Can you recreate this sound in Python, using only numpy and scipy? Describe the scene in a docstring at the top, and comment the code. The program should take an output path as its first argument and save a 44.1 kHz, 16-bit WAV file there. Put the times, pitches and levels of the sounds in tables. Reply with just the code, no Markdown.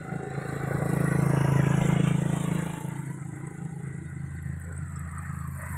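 """A diesel excavator chugs across an open field: about 27 beats a second, each a boom, a bark and a puff of gas.
The exhaust is firing pulses and gated noise rung through pipe colours; the block clatters and ticks in shaped noise.
Struck panels ring, a turbocharger hisses, a sine drone and singing oil bands join under load, then bubbles pour.
Sharp ticks, faint chirps and peeps, and low field air sit around it; the ground bounce carves sliding notches."""
import sys
import numpy as np
from scipy import signal
from scipy.fft import rfft, irfft, next_fast_len
from scipy.io import wavfile
from scipy.ndimage import uniform_filter1d, map_coordinates

SR = 44100
rng = np.random.default_rng(int(sys.argv[2]) if len(sys.argv) > 2 else 0)


def persist_wave(psi):
    """Save psi, clipped to +-1, as 16-bit WAV."""
    counts = np.round(np.clip(psi, -1, 1) * 32767).astype(np.int16)
    wavfile.write(sys.argv[1], SR, np.atleast_2d(counts).T)


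N = 254456
TIME = np.arange(N) / SR

# Levels in the tables are the moves over time; the functions add their own trims on top.
# Firing speed of the engine: time_s, speed_beats_per_s
ENGINE_SPEED = [(0.0, 27.03), (0.8, 27.21), (1.6, 27.1), (2.4, 27.18), (2.9, 27.3), (3.2, 26.81),
                (3.45, 27.56), (3.8, 27.47), (4.15, 27.36), (4.5, 27.18), (4.9, 27.42), (5.25, 27.61),
                (5.77, 26.81)]
# Effort heard in the exhaust: time_s, boom_db, bark_db
EXHAUST_LEVELS = [(0, -37.5, -38), (0.3, -38, -39.5), (0.65, -30.5, -33), (1.0, -25.5, -30),
                  (1.45, -23.5, -30), (1.95, -22.5, -30.5), (2.15, -24, -35.5), (2.3, -25, -32),
                  (2.55, -29, -36.5), (2.8, -33, -37), (3.25, -40.5, -60), (3.8, -34.5, -59),
                  (4.3, -38.5, -54), (5.0, -38, -58), (5.77, -37, -62)]
# Surges, a few harder or softer firings in a row: time_s, half_length_s, boom_gain_db, bark_gain_db
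FIRING_SURGES = [(0.143, 0.042, 6.5, 4), (0.245, 0.015, -1, 4), (0.38, 0.02, 8, 4), (0.532, .016, 1.5, 4),
                 (2.558, 0.067, 5, 2), (2.978, 0.085, 4, -6), (3.093, 0.014, 8.5, 12),
                 (3.34, 0.072, 5, 13.5), (3.453, 0.04, 3, 7), (3.67, .04, 3.5, 6), (3.855, .04, 3, -15),
                 (3.93, 0.046, 0.5, 0), (4.237, 0.042, 8, -1), (4.41, 0.032, -3.5, -5),
                 (4.52, 0.066, 4, 1.5), (4.711, 0.076, -7, 12.5), (5.385, 0.027, 4.5, 4),
                 (5.491, 0.01, 7, 11)]
# Balance of the boom, upper half over lower half: time_s, tilt_db
BOOM_LEAN = [(0, 15), (.12, 12), (.3, -4), (.55, -9), (.85, 5), (1.2, 2.7), (1.5, -8), (1.85, 7.5),
             (2.32, 7), (2.55, 21.5), (2.8, 5), (3.1, -2), (3.5, 0), (3.68, 18), (3.9, 2), (4.3, -4.5),
             (4.9, 1), (5.77, -3.5)]
# Colour of the silencer's boom: frequency_hz, relative_level_db
BOOM_COLOUR = [(12, -55), (27, -49), (54, -26), (82, -23), (109, -1), (136, 12.5), (163, 9.5), (190, 6.5),
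               (220, -52), (300, -10.5), (600, -53.5), (3000, -120)]
# Colour of the pipe's bark: frequency_hz, relative_level_db
BARK_COLOUR = [(25, -27), (55, -33.5), (90, 9.5), (180, -28.5), (275, 5.5), (410, -2.5), (520, -9),
               (680, -15), (1000, -34.5), (1600, -26.5), (3000, -57), (7000, -120)]
# Colour of the gas puffs: frequency_hz, relative_level_db
GAS_COLOUR = [(12, -43), (35, -28), (70, -21.5), (200, -2.5), (320, 4.5), (450, 5.5), (600, 1), (800, -3.5),
              (1100, -35), (1600, -23), (3000, -59), (7000, -91)]
# Colour of the rumble under the boom: frequency_hz, relative_level_db
RUMBLE_COLOUR = [(25, -36), (50, -10), (78, -3), (110, 10), (250, -39.5)]
# Noises of the engine block: time_s, clatter_db, rasp_db, hiss_db, tick_spray_db
BLOCK_LEVELS = [(0, -45.5, -68.5, -60.5, -76), (0.35, -44, -66, -56, -79), (0.41, -42.5, -60, -54.5, -64),
                (0.55, -41.5, -61, -52.5, -66), (0.8, -41, -62.5, -51, -58), (1.2, -38.5, -60, -47.5, -53),
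                (1.65, -40.5, -51.5, -46.5, -60), (1.9, -40, -53, -46, -60), (2.0, -44, -52, -48, -71),
                (2.08, -42, -51, -44, -59), (2.15, -44, -55, -50, -67), (2.35, -43, -55, -46.5, -58.5),
                (2.75, -47.5, -56, -50.5, -63), (3.15, -50.5, -74.5, -54.5, -74.5),
                (4.1, -55, -74.5, -57.5, -81.5), (4.7, -52.5, -76.5, -56.5, -76),
                (4.9, -51, -76, -56.5, -77), (5.3, -48, -78.5, -54.5, -72), (5.53, -50.5, -80, -52.5, -68),
                (5.61, -46.5, -84, -50, -63), (5.77, -45.5, -74, -47.5, -60)]
# Colour of the clatter: frequency_hz, relative_level_db
CLATTER_COLOUR = [(400, -12.5), (800, -6), (1150, 1), (1500, 1), (2000, -2.5), (2300, -10), (2700, -20),
                  (4000, -90), (6000, -45.5)]
# Colour of the rasp: frequency_hz, relative_level_db
RASP_COLOUR = [(1500, 2.5), (2300, 3), (2800, 0.5), (3400, -1.5), (4000, -1.5), (4400, -8.5), (4800, -26.5),
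               (5600, -2.5), (6500, -28), (9000, -29)]
# Colour of the hiss: frequency_hz, relative_level_db
HISS_COLOUR = [(4000, -26), (4900, -12.5), (5700, 2.5), (6500, 4), (7600, 8.5), (8600, 8.5), (9300, -0.5),
               (10100, 0), (11300, -35), (15500, -45)]
# Colour of the tick spray: frequency_hz, relative_level_db
SPRAY_COLOUR = [(5000, -36.5), (8000, 3), (10500, 3.5), (11500, -0.5), (12700, 4), (14200, -7), (15500, -8)]
# Brief swells and lulls of the clatter and the oil: time_s, half_length_s, gain_db
BRIEF_SWELLS = [(.62, .1, 1.5), (2.17, .035, -5), (2.59, .05, 4), (2.83, .04, -4), (2.95, .05, 2),
                (3.16, .02, -4), (3.29, .035, -7), (3.42, .06, 2), (3.62, .04, -3.5), (3.76, .035, -6),
                (3.87, .05, 3), (4.04, .02, -3), (4.12, .03, 2), (5.62, .05, 2)]
# Ground bounce, where a negative depth lifts: time_s, notch_hz, notch_depth_db, upper_depth_db, low_depth_db
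GROUND_BOUNCE = [(0, 2930, 7, 12, 19), (.7, 2920, 17.5, 18, 0), (1.1, 3180, 8, 9, -4),
                 (1.45, 3900, 18, 11, -6.5), (1.75, 4420, 33, 10.5, -6.5), (2.15, 4720, 30, -4, -1),
                 (3.2, 5080, 32, -5, 5), (3.9, 5240, 31, -9, 4), (4.7, 5850, 22, -5, 2.5),
                 (5.77, 6020, 22, -7.5, -1)]
# Spells of a ringing pipe or panel: start_s, end_s, first_pitch_hz, last_pitch_hz, level_db
PANEL_RINGS = [(.04, .95, 760, 755, -43.5), (.3, 1.3, 505, 515, -45), (0, .55, 1430, 1430, -51),
               (0, .75, 2730, 2730, -65), (.15, 1.0, 405, 405, -44.5), (.7, 1.35, 1140, 1140, -45),
               (2.15, 2.7, 910, 870, -46), (2.68, 3.0, 875, 890, -45.5), (3.0, 3.17, 900, 980, -51),
               (3.27, 3.52, 985, 1000, -53), (2.7, 3.55, 300, 320, -44), (3.44, 3.98, 410, 405, -52),
               (3.55, 4.5, 325, 325, -52), (3.18, 3.84, 790, 805, -54), (3.84, 4.85, 790, 790, -64),
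               (4.45, 5.45, 7790, 7790, -62), (5.57, 5.68, 610, 630, -50), (5.63, 5.85, 1010, 990, -48),
               (3.86, 3.99, 440, 440, -56), (4.65, 4.74, 510, 510, -54)]
# Two singing resonances of the oil: time_s, lower_hz, lower_db, upper_hz, upper_db
OIL_SONG = [(2.7, 1480, -64, 2000, -60), (3.0, 1440, -62, 1980, -54), (3.42, 1480, -55, 2010, -55),
            (3.7, 1450, -58, 1960, -56), (3.9, 1500, -59, 1990, -55), (4.15, 1450, -57, 1980, -54),
            (4.52, 1520, -56, 1890, -52), (4.7, 1500, -52, 1880, -59), (4.94, 1300, -57, 1900, -57),
            (5.06, 1170, -49, 1870, -51), (5.26, 1270, -49, 1830, -49), (5.32, 1220, -50, 1900, -59),
            (5.41, 1190, -44.5, 1900, -59), (5.53, 1090, -49, 1800, -58), (5.6, 1080, -49, 1850, -51),
            (5.77, 1010, -48, 1780, -52)]
# Muddy water pouring from the lifted bucket: time_s, level_db
POUR_LEVEL = [(4.6, -72), (4.82, -56), (4.94, -61), (5.04, -52), (5.26, -49), (5.33, -58), (5.45, -55),
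              (5.55, -57), (5.63, -42), (5.7, -46), (5.77, -50)]
# Sharp metal ticks: start_s, peak_db, pitch_hz
METAL_TICKS = [(3.468, -41, 8200), (4.425, -48.5, 11060), (4.616, -44.5, 8640), (4.6455, -48, 7950),
               (4.725, -45, 8000), (4.7632, -44, 8200), (4.777, -35.5, 8570), (4.8808, -46, 8240),
               (4.9193, -44, 7950), (4.958, -40, 7950), (4.993, -42, 8100), (4.991, -45, 11200),
               (5.114, -47, 8500), (5.1821, -35.5, 8450), (5.355, -49, 10700), (5.3886, -40, 8230),
               (5.56, -49, 10600), (5.573, -41.5, 8600), (5.6167, -40, 9000), (5.622, -45, 11000),
               (5.691, -41.5, 8600), (5.724, -40, 10600)]
# Faint high chirps: time_s, level_db
CHIRP_LEVEL = [(2.85, -110), (2.93, -77), (3.22, -80), (3.32, -91), (3.75, -83), (4.1, -89), (4.22, -78),
               (5.05, -80), (5.2, -76), (5.77, -76)]
# Faint, lone peeps: time_s, half_length_s, pitch_hz, peak_db
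LONE_PEEPS = [(4.07, .02, 3700, -68), (4.27, .012, 6300, -67), (4.966, .009, 5330, -63)]
# Colour of the field air: frequency_hz, relative_level_db
AIR_COLOUR = [(15, -50), (32, -24), (60, 0), (150, 15.5), (400, -15.5), (800, -38.5), (2000, -27),
              (3200, -57), (4300, -53), (4900, -47), (9000, -58), (16000, -55)]

START_TURN = .895  # place in the firing cycle at the start; one turn is one beat
BOOM_PEAK_TURN, BARK_TURN, BARK_JITTER_TURN = .32, .11, .003
FULL_DB, SLACK_RANGE_DB = -20, 18  # boom level with no slack, and the fall from there to fully slack
HUNT_PER_S, HUNT_DB = 14, 1.5  # a slack engine hunts at random
VARY_BAND_HZ, VARY_DB = 190, 3.5  # every beat has its own colour, in bands about this wide
LEAN_HZ = 150  # splits the boom into lower and upper half
SPRAY_BURSTS_PER_S, SPRAY_BURST_DB = 24, 3.3
UPPER_NOTCH_RATIO, LOW_DIP_HZ = 2.033, 940
RING_FADE_S = .07
TURBO_PEAK_S, TURBO_SWELL_S, TURBO_HZ, TURBO_WIDTH_HZ, TURBO_DB = 1.39, 0.55, 9960, 530, -53
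DRONE_HZ, DRONE_DB, DRONE_FULL_S = 85.3, -39, 4.37
DRONE_RISE_DB_PER_S, DRONE_EASE_DB_PER_S = 23, 1
OIL_WIDTH_HZ, OIL_FLUTTER_DB = 160, 2.4
POUR_LOW_HZ, POUR_HIGH_HZ, BUBBLES_PER_S = 1050, 2100, 480
BUBBLE_CYCLES, BUBBLE_GLIDE = 13, .05  # fade in cycles, and rise as a share of the phase
CHIRP_HZ, CHIRP_WIDTH_HZ, CHIRPS_PER_S = 4380, 170, 12.5
TOP_HZ = 15650


def exhaust(turn, pipe_s=0.00882, reflection=0.32):
    """Each beat booms in the silencer, barks from the pipe and lets out a rumbling puff of gas."""
    boom_db, bark_db, slack = effort_levels()
    # a hard-working engine fires evenly, a slack one stumbles
    strength = scatter(turn, .5 + 1.36 * slack)
    boom_kicks = -strokes(turn - BOOM_PEAK_TURN) * strength
    boom = lean(colour(boom_kicks, BOOM_COLOUR, causal=False))

    # the pulse runs down the pipe and comes back once
    kicks = -strokes(turn - BARK_TURN + BARK_JITTER_TURN * walk(12)) * strength
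    returned = np.interp(TIME - pipe_s, TIME, kicks)
    bark = colour(kicks + reflection * returned, BARK_COLOUR)

    puff = gate(turn, start=.04, decay=.28, rest=.24, attack=.08)
    gas = colour(noise() * puff, GAS_COLOUR)
    rumble = colour(noise() * puff, RUMBLE_COLOUR)
    boom = boom + undb(-27) * rumble
    pipe = undb(-2 - 2.0 * slack) * bark + undb(-4.8) * vary(gas, turn)
    # slack pulls both parts down further
    boom_gain = undb(boom_db + 0.5 - 2.0 * slack)
    pipe_gain = undb(bark_db - 1.0 - 3.4 * slack)
    return boom_gain * boom + ground(pipe_gain * pipe)


def effort_levels():
    """Boom and bark levels in dB with surges and hunting, and how slack the engine runs (0-1)."""
    boom_db, bark_db = curves(EXHAUST_LEVELS)
    slack = np.clip((FULL_DB - boom_db) / SLACK_RANGE_DB, 0, 1)
    hunt_db = HUNT_DB * slack * walk(HUNT_PER_S)
    for s, half_s, boom_gain_db, bark_gain_db in FIRING_SURGES:
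        swell = np.exp(-((TIME - s) / half_s) ** 2)
        boom_db = boom_db + boom_gain_db * swell
        bark_db = bark_db + bark_gain_db * swell
    return boom_db + hunt_db, bark_db + hunt_db, slack


def strokes(turn):
    """One impulse at the start of every beat."""
    return np.diff(np.floor(turn), prepend=0)


def scatter(turn, spread_db):
    """Every beat has its own strength, reached without a click."""
    db = spread_db * rng.standard_normal(256)[turn.astype(int) % 256]
    return undb(uniform_filter1d(uniform_filter1d(db, size=128), size=128))


def gate(turn, start, decay, rest, attack):
    """Opens once a beat and dies away to a resting share; start, attack and decay in turns."""
    age = (turn - start) % 1
    return unit(rest + np.exp(-age / decay) * (1 - np.exp(-age / attack)))


def lean(x):
    """Tips the weight of the boom toward its upper or its lower harmonics."""
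    low = signal.sosfiltfilt(signal.butter(6, LEAN_HZ, fs=SR, output="sos"), x)
    tilt = undb(curves(BOOM_LEAN)[0])
    return (low + tilt * (x - low)) / np.sqrt((1 + tilt ** 2) / 2)


def vary(x, turn):
    """No two firings are alike: each beat favours other resonances."""
    f, s, spectrum = signal.stft(x, SR, nperseg=512)
    place = np.broadcast_arrays(f[:, None] / VARY_BAND_HZ, np.interp(s, TIME, turn))
    # random gains on a grid of bands and beats, blended between neighbours
    grid = rng.standard_normal((128, 256))
    gain = undb(VARY_DB * map_coordinates(grid, place, order=1, mode="wrap"))
    return signal.istft(spectrum * unit(gain), SR)[1][:N]


def block(turn, locked=0.21):
    """Gears and valves clatter all round the turn; the treble is a spray of grains bunched on the beat."""
    clatter_db, rasp_db, hiss_db, spray_db = curves(BLOCK_LEVELS)
    # part of the rattle comes back at the same place in every turn
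    pattern = rng.standard_normal(1024)
    rattle = unit(np.interp(turn % 1, np.linspace(0, 1, len(pattern)), pattern))

    knock = gate(turn, start=.39, decay=.09, rest=.8, attack=.04)
    clatter_grain = undb(1.4 * walk(200))
    clatter = colour((noise() + locked * rattle) * clatter_grain * knock, CLATTER_COLOUR)

    scrape = gate(turn, start=.1, decay=.3, rest=.8, attack=.05)
    rasp_grain = undb(1.4 * walk(400) + 1.0 * walk(20))
    rasp = colour((noise() + locked * rattle) * rasp_grain * scrape, RASP_COLOUR)

    jet = gate(turn, start=0, decay=.14, rest=.9, attack=.07)
    hiss_grain = undb(2.26 * walk(700) + 1.15 * walk(50))
    hiss = colour(noise() * hiss_grain * jet, HISS_COLOUR)

    # a dense spray is more even, a thin one comes in stronger bursts
    thin = np.clip((-52 - spray_db) / 20, .35, 1)
    spray_grain = undb(4.1 * walk(600) + SPRAY_BURST_DB * thin * walk(SPRAY_BURSTS_PER_S))
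    shower = gate(turn, start=0, decay=.18, rest=.52, attack=.09)
    spray = colour(noise() * spray_grain * shower, SPRAY_COLOUR)

    # effort lifts the block's noises but holds the spray back
    effort = np.clip((clatter_db + 51.0) / 10, 0, 1)
    return (undb(clatter_db - 3.0 + 2.94 * effort) * swells() * clatter
            + undb(rasp_db + 5.5 + 6.3 * effort) * rasp
            + undb(hiss_db - 3.0 + 0.76 * effort) * hiss
            + undb(spray_db + 5.0 - 1.5 * effort) * spray)


def swells():
    """Gain of the brief swells and lulls, each a bell-shaped move in dB."""
    return undb(sum(db * np.exp(-((TIME - s) / half_s) ** 2) for s, half_s, db in BRIEF_SWELLS))


def paths(x, strength=0.28, count=5):
    """Short echoes off the machine drift in delay, so ripples glide through the colour."""
    lags_s = np.geomspace(.0014, .006, count)
    echoes = sum(np.interp(TIME - lag - .0002 * walk(2.5), TIME, x) for lag in lags_s)
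    return (x + strength * echoes) / np.sqrt(1 + count * strength ** 2)


def ground(x, main_width=0.18, upper_width=0.12, low_width=0.16):
    """The wave off the ground cancels the direct one in notches; widths are natural-log frequency ratios."""
    f, s, spectrum = signal.stft(x, SR, nperseg=1024)
    notch_hz, main_db, upper_db, low_db = curves(GROUND_BOUNCE, s)
    notches = [(notch_hz, main_db, main_width),
               (UPPER_NOTCH_RATIO * notch_hz, upper_db, upper_width),
               (LOW_DIP_HZ, low_db, low_width)]
    for hz, depth_db, width in notches:
        distance = np.log((f[:, None] + 1) / hz) / width
        spectrum = spectrum * undb(-depth_db * np.exp(-distance ** 2))
    return undb(0.26) * signal.istft(spectrum, SR)[1][:N]


def panels(turn, struck=0.43, width_hz=95):
    """Every beat strikes pipes and panels into a short ring, blended with a noise-driven resonance."""
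    since_beat_s = (turn % 1) / curves(ENGINE_SPEED)[0]
    fade = np.tanh(8 * np.sin(np.pi * turn) ** 2)  # silent at the seam between beats
    rings = 0
    for start, end, first_hz, last_hz, db in PANEL_RINGS:
        hz = np.interp(TIME, [start, end], [first_hz, last_hz])
        strike = struck * np.sin(2 * np.pi * hz * since_beat_s) * fade
        ring = strike + 0.33 * band(hz, width_hz)
        spell = np.clip(.5 + np.minimum(TIME - start, end - TIME) / RING_FADE_S, 0, 1)
        rings = rings + undb(db) * spell * unit(ring * scatter(turn, spread_db=2.04))
    beat = gate(turn, start=.08, decay=.35, rest=.4, attack=.09)
    soft_beat = signal.sosfilt(signal.butter(2, 300, fs=SR, output="sos"), beat)
    return undb(-2.5) * rings * soft_beat


def turbo():
    """The turbocharger hisses as a narrow band of air that swells while the engine pulls up, then fades."""
    swell = np.exp(-((TIME - TURBO_PEAK_S) / TURBO_SWELL_S) ** 4)
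    level = undb(TURBO_DB + 3.4 * walk(29.4))
    return level * swell * band(np.full(N, TURBO_HZ), TURBO_WIDTH_HZ)


def drone(wander=0.01466, waver_db=1.5):
    """Smooth low note with a weak octave; swells as the boom takes the load, then eases."""
    age = TIME - DRONE_FULL_S
    db = DRONE_DB + np.minimum(DRONE_RISE_DB_PER_S * age, -DRONE_EASE_DB_PER_S * age)
    phase = 2 * np.pi * np.cumsum(DRONE_HZ * (1 + wander * walk(9.6))) / SR
    note = np.sin(phase) + undb(-20.0) * np.sin(2 * phase)
    return np.sqrt(2) * undb(db + waver_db * walk(24)) * note


def oil():
    """Oil sings through the valves; as the boom rises both resonances sink and the lower one takes over."""
    lower_hz, lower_db, upper_hz, upper_db = curves(OIL_SONG)
    song = 0
    for hz, db in ((lower_hz, lower_db), (upper_hz, upper_db)):
        song = song + band(hz, OIL_WIDTH_HZ) * undb(db + OIL_FLUTTER_DB * walk(35))
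    return undb(-3) * swells() * song


def pour(spread_db=5):
    """Water falls into the mud as a crowd of short, rising bubbles."""
    out = np.zeros(N + 1024)
    age = np.arange(1024) / SR
    first_s, last_s = POUR_LEVEL[0][0], TIME[-1]
    length_s = last_s - first_s
    for when, pitch, size in rng.random((int(BUBBLES_PER_S * length_s), 3)):
        cycles = age * POUR_LOW_HZ * (POUR_HIGH_HZ / POUR_LOW_HZ) ** pitch
        # the second term closes the tail before the buffer ends
        life = cycles / BUBBLE_CYCLES + (age / age[-1]) ** 8 * 5
        tone = np.sin(2 * np.pi * cycles * (1 + BUBBLE_GLIDE * np.tanh(life / 2)))
        bubble = tone * np.exp(-life) * np.tanh(cycles / 2) ** 2
        start = int((first_s + when * length_s) * SR)
        # many small bubbles, few big ones
        out[start:start + len(age)] += undb(spread_db * min(-np.log(1 - size), 3)) * bubble
    loudness = np.std(out[int(first_s * SR):N])
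    return undb(curves(POUR_LEVEL)[0] - 3.5) * out[:N] / loudness


def ticks(t60=0.034, attack_s=0.00017, width_hz=1100):
    """Small hard metal contacts: short noise strikes ringing through a narrow band; t60 in seconds."""
    out = np.zeros(N)
    age = np.arange(4096) / SR
    for s, db, hz in METAL_TICKS:
        body = signal.butter(2, [hz - width_hz / 2, hz + width_hz / 2], "band", fs=SR, output="sos")
        decay = undb(-60 * age / t60)
        strike = rng.standard_normal(len(age)) * decay * (1 - np.exp(-age / attack_s))
        ring = signal.sosfilt(body, signal.sosfilt(body, strike))
        tick = undb(db + 1.5) * ring / np.abs(ring).max()
        start = int(s * SR)
        out[start:start + len(age)] += tick[:N - start]
    return out


def chirps():
    """Short, breathy chirps: a narrow noise band pulsed at uneven intervals."""
    count = np.cumsum(CHIRPS_PER_S * np.exp(.45 * walk(16))) / SR
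    pulse = np.sin(np.pi * count) ** 2 * scatter(count, 2.5)
    breath = band(np.full(N, CHIRP_HZ), CHIRP_WIDTH_HZ)
    return undb(curves(CHIRP_LEVEL)[0] - 3) * unit(pulse * breath)


def peeps():
    """Faint whistled notes, each a sine under a bell-shaped swell."""
    out = 0
    for s, half_s, hz, db in LONE_PEEPS:
        swell = np.exp(-((TIME - s) / half_s) ** 2)
        out = out + undb(db) * swell * np.sin(2 * np.pi * hz * TIME)
    return out


def field_air():
    """Open air as low coloured noise that gently wavers."""
    return undb(-45) * colour(noise(), AIR_COLOUR) * undb(2 * walk(7.2))


def undb(db):
    """Decibels to gain."""
    return 10 ** (np.asarray(db) / 20)


def unit(x):
    """Scale to rms 1."""
    return x / np.sqrt(np.mean(x ** 2))


def curves(table, at=TIME):
    """The columns of a table, joined by straight lines in time."""
    s, *columns = np.transpose(table)
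    return [np.interp(at, s, c) for c in columns]


def noise():
    """White noise."""
    return rng.standard_normal(N)


def walk(rate):
    """Smoothed random motion of rms 1, with about `rate` new values a second."""
    k = int(SR / rate)
    steps = np.repeat(rng.standard_normal(N // k + 1), k)[:N]
    return unit(uniform_filter1d(uniform_filter1d(steps, k), k))


def colour(x, points, causal=True):
    """Ring x through a body of the given colour, to rms 1; if not causal, a kick swells as slowly as it fades."""
    size = 2 * next_fast_len(N)
    hz, db = np.transpose(points)
    f = np.arange(size // 2 + 1) * SR / size
    response = undb(np.interp(np.log(f + 1), np.log(hz), db))
    cepstrum = irfft(np.log(response))
    if causal:
        # fold the cepstrum forward: minimum phase, so all ringing follows the kick
        cepstrum[1:size // 2] *= 2
        cepstrum[size // 2 + 1:] = 0
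    return unit(irfft(rfft(x, size) * np.exp(rfft(cepstrum)))[:N])


def band(hz, width_hz):
    """A noise-driven resonance whose centre may move: slow complex noise carried up to hz."""
    lowpass = signal.butter(2, width_hz / 2, fs=SR, output="sos")
    slow = signal.sosfilt(lowpass, noise() + 1j * noise())
    return unit(np.real(slow * np.exp(2j * np.pi * np.cumsum(hz) / SR)))


def scene():
    """The machine and the open air around it."""
    turn = START_TURN + np.cumsum(curves(ENGINE_SPEED)[0]) / SR
    block_outdoors = ground(paths(vary(block(turn), turn)))
    engine = exhaust(turn) + block_outdoors + panels(turn) + turbo()
    work = drone() + oil() + pour() + ticks()
    background = chirps() + peeps() + field_air()
    return (engine + work + background)[None]


def record(dry):
    """The recorder cuts the top with a steep low-pass."""
    return signal.sosfilt(signal.ellip(10, .2, 80, TOP_HZ, fs=SR, output="sos"), dry)


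dry = scene()
out = record(dry)
persist_wave(out)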